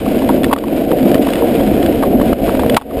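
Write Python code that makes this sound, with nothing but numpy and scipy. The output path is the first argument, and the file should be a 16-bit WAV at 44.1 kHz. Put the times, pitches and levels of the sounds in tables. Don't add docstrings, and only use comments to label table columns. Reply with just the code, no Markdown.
import sys
import numpy as np
from scipy import signal
from scipy.io import wavfile

SR = 44100
rng = np.random.default_rng(int(sys.argv[2]) if len(sys.argv) > 2 else 0)


def boost_factor(decibels):
    exponent = np.asarray(decibels, float) / 20
    return 10 ** exponent


def pcm_store(signal):
    levels = np.round(np.clip(np.atleast_2d(signal), -1, 1) * 32767)
    wavfile.write(sys.argv[1], SR, levels.astype(np.int16).T)


N = 132300


def drift(hz):
    pole = np.exp(-2 * np.pi * hz / SR)
    slow = signal.lfilter([1], [1, -2 * pole, pole * pole], rng.standard_normal(N + SR))[SR:]
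    return slow / slow.std()


def rms_one(x):
    return x / np.sqrt(np.mean(x ** 2))


def grains(per_s, spread_db):
    level_db = spread_db * np.minimum(rng.exponential(1, N), 4)
    size = boost_factor(level_db) * rng.choice([-1, 1], N)
    return size * (rng.random(N) < per_s / SR) + 1e-18


def body(x, peaks):
    out = 0
    for k, (hz, width_hz, db) in enumerate(peaks):
        r = np.exp(-np.pi * width_hz / SR)
        zeros = [(1 - r * r) / 2, 0, (r * r - 1) / 2]
        poles = [1, -2 * r * np.cos(2 * np.pi * hz / SR), r * r]
        out = out + (-1) ** k * boost_factor(db) * signal.lfilter(zeros, poles, x)
    return out


# (time [s], axle roar [dB], grit [dB], deck boom [dB])
ROAD_LOAD = [(0, -21, -33, -15), (.2, -18.5, -30.5, -14.5), (.4, -18.5, -34, -11.5),
             (.53, -16.5, -33, -14.5), (.75, -16.5, -32, -13), (.95, -16, -34.5, -14.5),
             (1.05, -17, -31.5, -11), (1.2, -15, -29.5, -12.5), (1.4, -15, -30.5, -13.5),
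             (1.6, -17, -28.5, -13.5), (1.8, -16.5, -31, -11), (2.0, -17, -33, -14),
             (2.2, -16, -32.5, -12.5), (2.32, -15.5, -31.5, -13), (2.5, -17.5, -30.5, -15.5),
             (2.65, -17.5, -31.5, -16.5), (2.77, -16, -30, -15), (3, -15.5, -31.5, -16.5)]


def road(column):
    rows = np.array(ROAD_LOAD)
    return boost_factor(np.interp(np.arange(N) / SR, rows[:, 0], rows[:, column]))


# (frequency [Hz], width [Hz], level [dB])
DECK_RESONANCES = [(132.5, 22.6, -14.5), (216.2, 24, -2), (269.6, 21.7, 2), (337, 62.7, -5)]
# (frequency [Hz], width [Hz], level [dB])
AXLE_RESONANCES = [(462, 37.4, 0.5), (539, 74, -2), (652, 76, -2.5), (739, 58, -5.5)]


def roar():
    bumps = grains(per_s=2500, spread_db=2.0) * boost_factor(1.24 * drift(hz=8.8))
    steep = signal.butter(4, 850, fs=SR, output="sos")
    boom, axle = signal.sosfilt(steep, [body(bumps, DECK_RESONANCES), body(bumps, AXLE_RESONANCES)])
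    return road(column=3) * rms_one(boom) + road(column=1) * rms_one(axle)


# (frequency [Hz], width [Hz], level [dB])
HOUSING_RESONANCES = [(930, 138, 3), (1140, 286, 0), (1474, 337, 1), (2190, 550, 1.5), (2527, 480, 3),
                      (3025, 504, 0), (3880, 1430, -9), (4860, 120, -2.5), (5440, 850, -10)]


def grit():
    fine = grains(per_s=2500, spread_db=2) * boost_factor(1.5 * drift(hz=23.1))
    return road(column=2) * rms_one(body(fine, HOUSING_RESONANCES))


def shudder():
    start_s, start_db, t60_s = 2.770, 5.5, 0.065
    since = np.arange(N) / SR - start_s
    fading = (since > 0) * boost_factor(start_db - 60 * np.maximum(since, 0) / t60_s)
    return fading * rms_one(body(grains(per_s=1500, spread_db=4.5), HOUSING_RESONANCES))


def struck(s, db, modes, count=3):
    rise_s, contact_s, contact_loss_db, mode_scatter_db = .0012, .0012, 1.47, 2
    draw = rng.standard_normal((len(s), len(modes) + count))
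    own = draw[:, -count:]
    contact = np.arange(count)
    at_s = s[:, None] + rise_s + contact_s * contact * (1 + .2 * own)
    at = (at_s * SR).astype(int).clip(0, N - 1)
    size = np.sign(own) * boost_factor(-contact_loss_db * contact)
    out = np.zeros(N)
    for k, (hz, level_db, t60_s) in enumerate(modes):
        clicks = np.full(N, 1e-18)
        strength = boost_factor(db + level_db + mode_scatter_db * draw[:, k])
        np.add.at(clicks, at, strength[:, None] * size)
        r, w = boost_factor(-60 / (t60_s * SR)), 2 * np.pi * hz / SR
        out += signal.lfilter([0, np.sin(w)], [1, -2 * r * np.cos(w), r * r], clicks)
    return out


# (time [s], depth [dB], recovery [dB/s])
GAIN_DUCKS = [
    (0.536, 10.5, 45),
    (1.16, 2.5, 40),
    (2.335, 10, 90),
    (2.77, 27.5, 117.5),
]


def duck_db():
    t, loss = np.arange(N) / SR, np.zeros(N)
    for s, depth_db, recovery in GAIN_DUCKS:
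        loss = np.maximum(loss, (t >= s) * (depth_db - recovery * (t - s)))
    pole = np.exp(-2 * np.pi * 60.7 / SR)
    return signal.lfilter([1 - pole], [1, -pole], loss)


# (time [s], peak level [dB])
TRUCK_KNOCKS = [(0.062, -10.5), (0.219, -8), (0.291, -3), (0.299, -2), (0.444, -13), (0.497, -17),
                (0.511, -6), (0.527, 1.5), (0.532, 2.5), (0.561, -8.5), (0.578, -17), (0.638, -15),
                (0.681, -16), (0.915, -6), (1.153, -15), (1.269, -8), (1.286, -6.5), (1.421, -11),
                (1.6, -12), (2.025, -4), (2.034, -2), (2.212, -5.5), (2.327, -11.5), (2.478, -11),
                (2.492, -4), (2.549, -8), (2.593, -3), (2.633, -5), (2.745, -21), (2.812, -15)]
# (time [s], peak level [dB])
FITTING_TICKS = [(0.0623, -29), (0.2892, -28), (0.2882, -13.5), (0.4323, -11.5), (0.4419, -6.5),
                 (0.4496, -20), (0.5282, -11.5), (0.534, -9), (0.562, -26), (0.5774, -27), (0.5846, -19.5),
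                 (0.9148, -18), (1.1145, -12.5), (1.1431, -8.5), (1.1527, -23), (1.268, -15), (1.2874, -18),
                 (1.3336, -11), (1.3546, -12), (1.8273, -16), (1.8604, -11), (2.025, -24), (2.031, -18.5),
                 (2.2147, -20), (2.331, -18.5), (2.5499, -18.5), (2.595, -17.5), (2.6962, -8.5),
                 (2.744, -9), (2.8113, -35),
                 (.155, -25), (.187, -22), (.22, -21.5), (.515, -20), (.637, -24.5), (.681, -23),
                   (1.027, -20), (1.18, -22), (1.22, -24), (1.25, -22), (1.302, -17), (1.608, -22),
                   (1.672, -21), (1.89, -24), (2.222, -24), (2.438, -21), (2.492, -22), (2.662, -24)]
# (time [s], dull level [dB], bright level [dB])
SLAM_CONTACTS = [
    (2.765, -9, -5),
    (2.7667, 6, -3.5),
    (2.7686, 8, 0),
    (2.776, 20.5, -7),
    (2.819, 2, -8),
    (2.909, -7.5, -27),
]
# (frequency [Hz], level [dB], t60 [s])
TRUCK_MODES = [(510, -10.5, 0.02), (856, -10, 0.04), (952, -2, 0.034), (1090, -4, 0.03), (1130, -9, 0.01),
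               (1540, -20, 0.011)]
# (frequency [Hz], level [dB], t60 [s])
FITTING_MODES = [(1510, -8.5, 0.01), (1894, -2.5, .012), (2213, 0.5, 0.0079), (2636, -3, 0.013),
                 (2960, 1.5, 0.011), (3370, 1, .012), (3940, -5, 0.0093), (4580, -4.5, 0.013),
                 (5190, -6.5, 0.012)]


def jolts():
    loss, slam, out = duck_db(), np.array(SLAM_CONTACTS), 0
    knocking = (TRUCK_KNOCKS, -11, TRUCK_MODES, 1)
    ticking = (FITTING_TICKS, -10.5, FITTING_MODES, 2)
    for rows, trim_db, modes, slam_column in [knocking, ticking]:
        s, db = np.array(rows).T
        db = db + loss[(s * SR).astype(int)]
        all_s = np.r_[s, slam[:, 0]]
        all_db = np.r_[db, slam[:, slam_column]] + trim_db
        out = out + struck(all_s, all_db, modes)
    return out


# (time [s], peak level [dB])
CRACK_THUMPS = [(.112, -7), (0.264, -9), (0.332, -7), (.466, -2.5), (.921, -2), (1.031, -4), (1.153, 2),
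                (1.605, 1), (2.156, -8), (2.198, 3.5), (2.263, -0.5), (2.329, 7), (2.661, 2), (2.743, -11),
                (2.97, -1)]
# (frequency [Hz], level [dB], t60 [s])
CRACK_MODES = [(298, -2, 0.028), (486, 1.5, .015), (660, -3.5, 0.0079)]


def thumps():
    s, db = np.array(CRACK_THUMPS).T
    soft = signal.butter(2, 900, fs=SR, output="sos")
    return signal.sosfilt(soft, struck(s, db - 6.5, CRACK_MODES, count=1))


# (time [s], level change [dB])
WIND_GUSTS = [
    (0, 2),
    (.2, 3.5),
    (.5, -1),
    (.9, -2.5),
    (1.4, -4),
    (1.7, 1.5),
    (2.1, 1),
    (2.5, 3),
    (3, 1),
]


def wind():
    band = signal.butter(1, [30.2, 97], "band", fs=SR, output="sos")
    low = signal.sosfilt(band, rng.standard_normal(N + SR))[SR:]
    low = signal.sosfilt(signal.butter(2, 200, fs=SR, output="sos"), low)
    gust_db = np.interp(np.arange(N) / SR, *np.transpose(WIND_GUSTS))
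    return boost_factor(-27.5 + gust_db - 1.5 * drift(hz=3.3)) * rms_one(low)


def scene():
    mono = roar() + grit() + wind() + jolts() + thumps() + shudder()
    return np.tile(mono, (2, 1))


def top_cut(x):
    return signal.sosfilt(signal.butter(12, 16310, fs=SR, output="sos"), x)


def record(dry):
    hold_hz, headroom, ceiling = 12000, 1.08, 1.0
    alias_filter = signal.cheby2(4, 30, 6435 + 650, fs=SR, output="sos")
    x = signal.sosfilt(alias_filter, dry * boost_factor(-duck_db()))
    slow = np.clip(signal.resample_poly(x, hold_hz, SR, axis=1), -headroom, headroom)
    stairs = np.repeat(slow, 4, axis=1)
    held = signal.resample_poly(stairs, SR, 4 * hold_hz, axis=1)[:, :N]
    top_filter = signal.cheby2(20, 60, 15350 + 250, fs=SR, output="sos")
    held = signal.sosfilt(top_filter, held)
    apart = boost_factor(-43 - duck_db()) * drift(hz=60)
    mix = np.clip(held + apart * [[1], [-1]], -ceiling, ceiling)
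    return top_cut(mix)


dry = scene()
out = record(dry)
pcm_store(out)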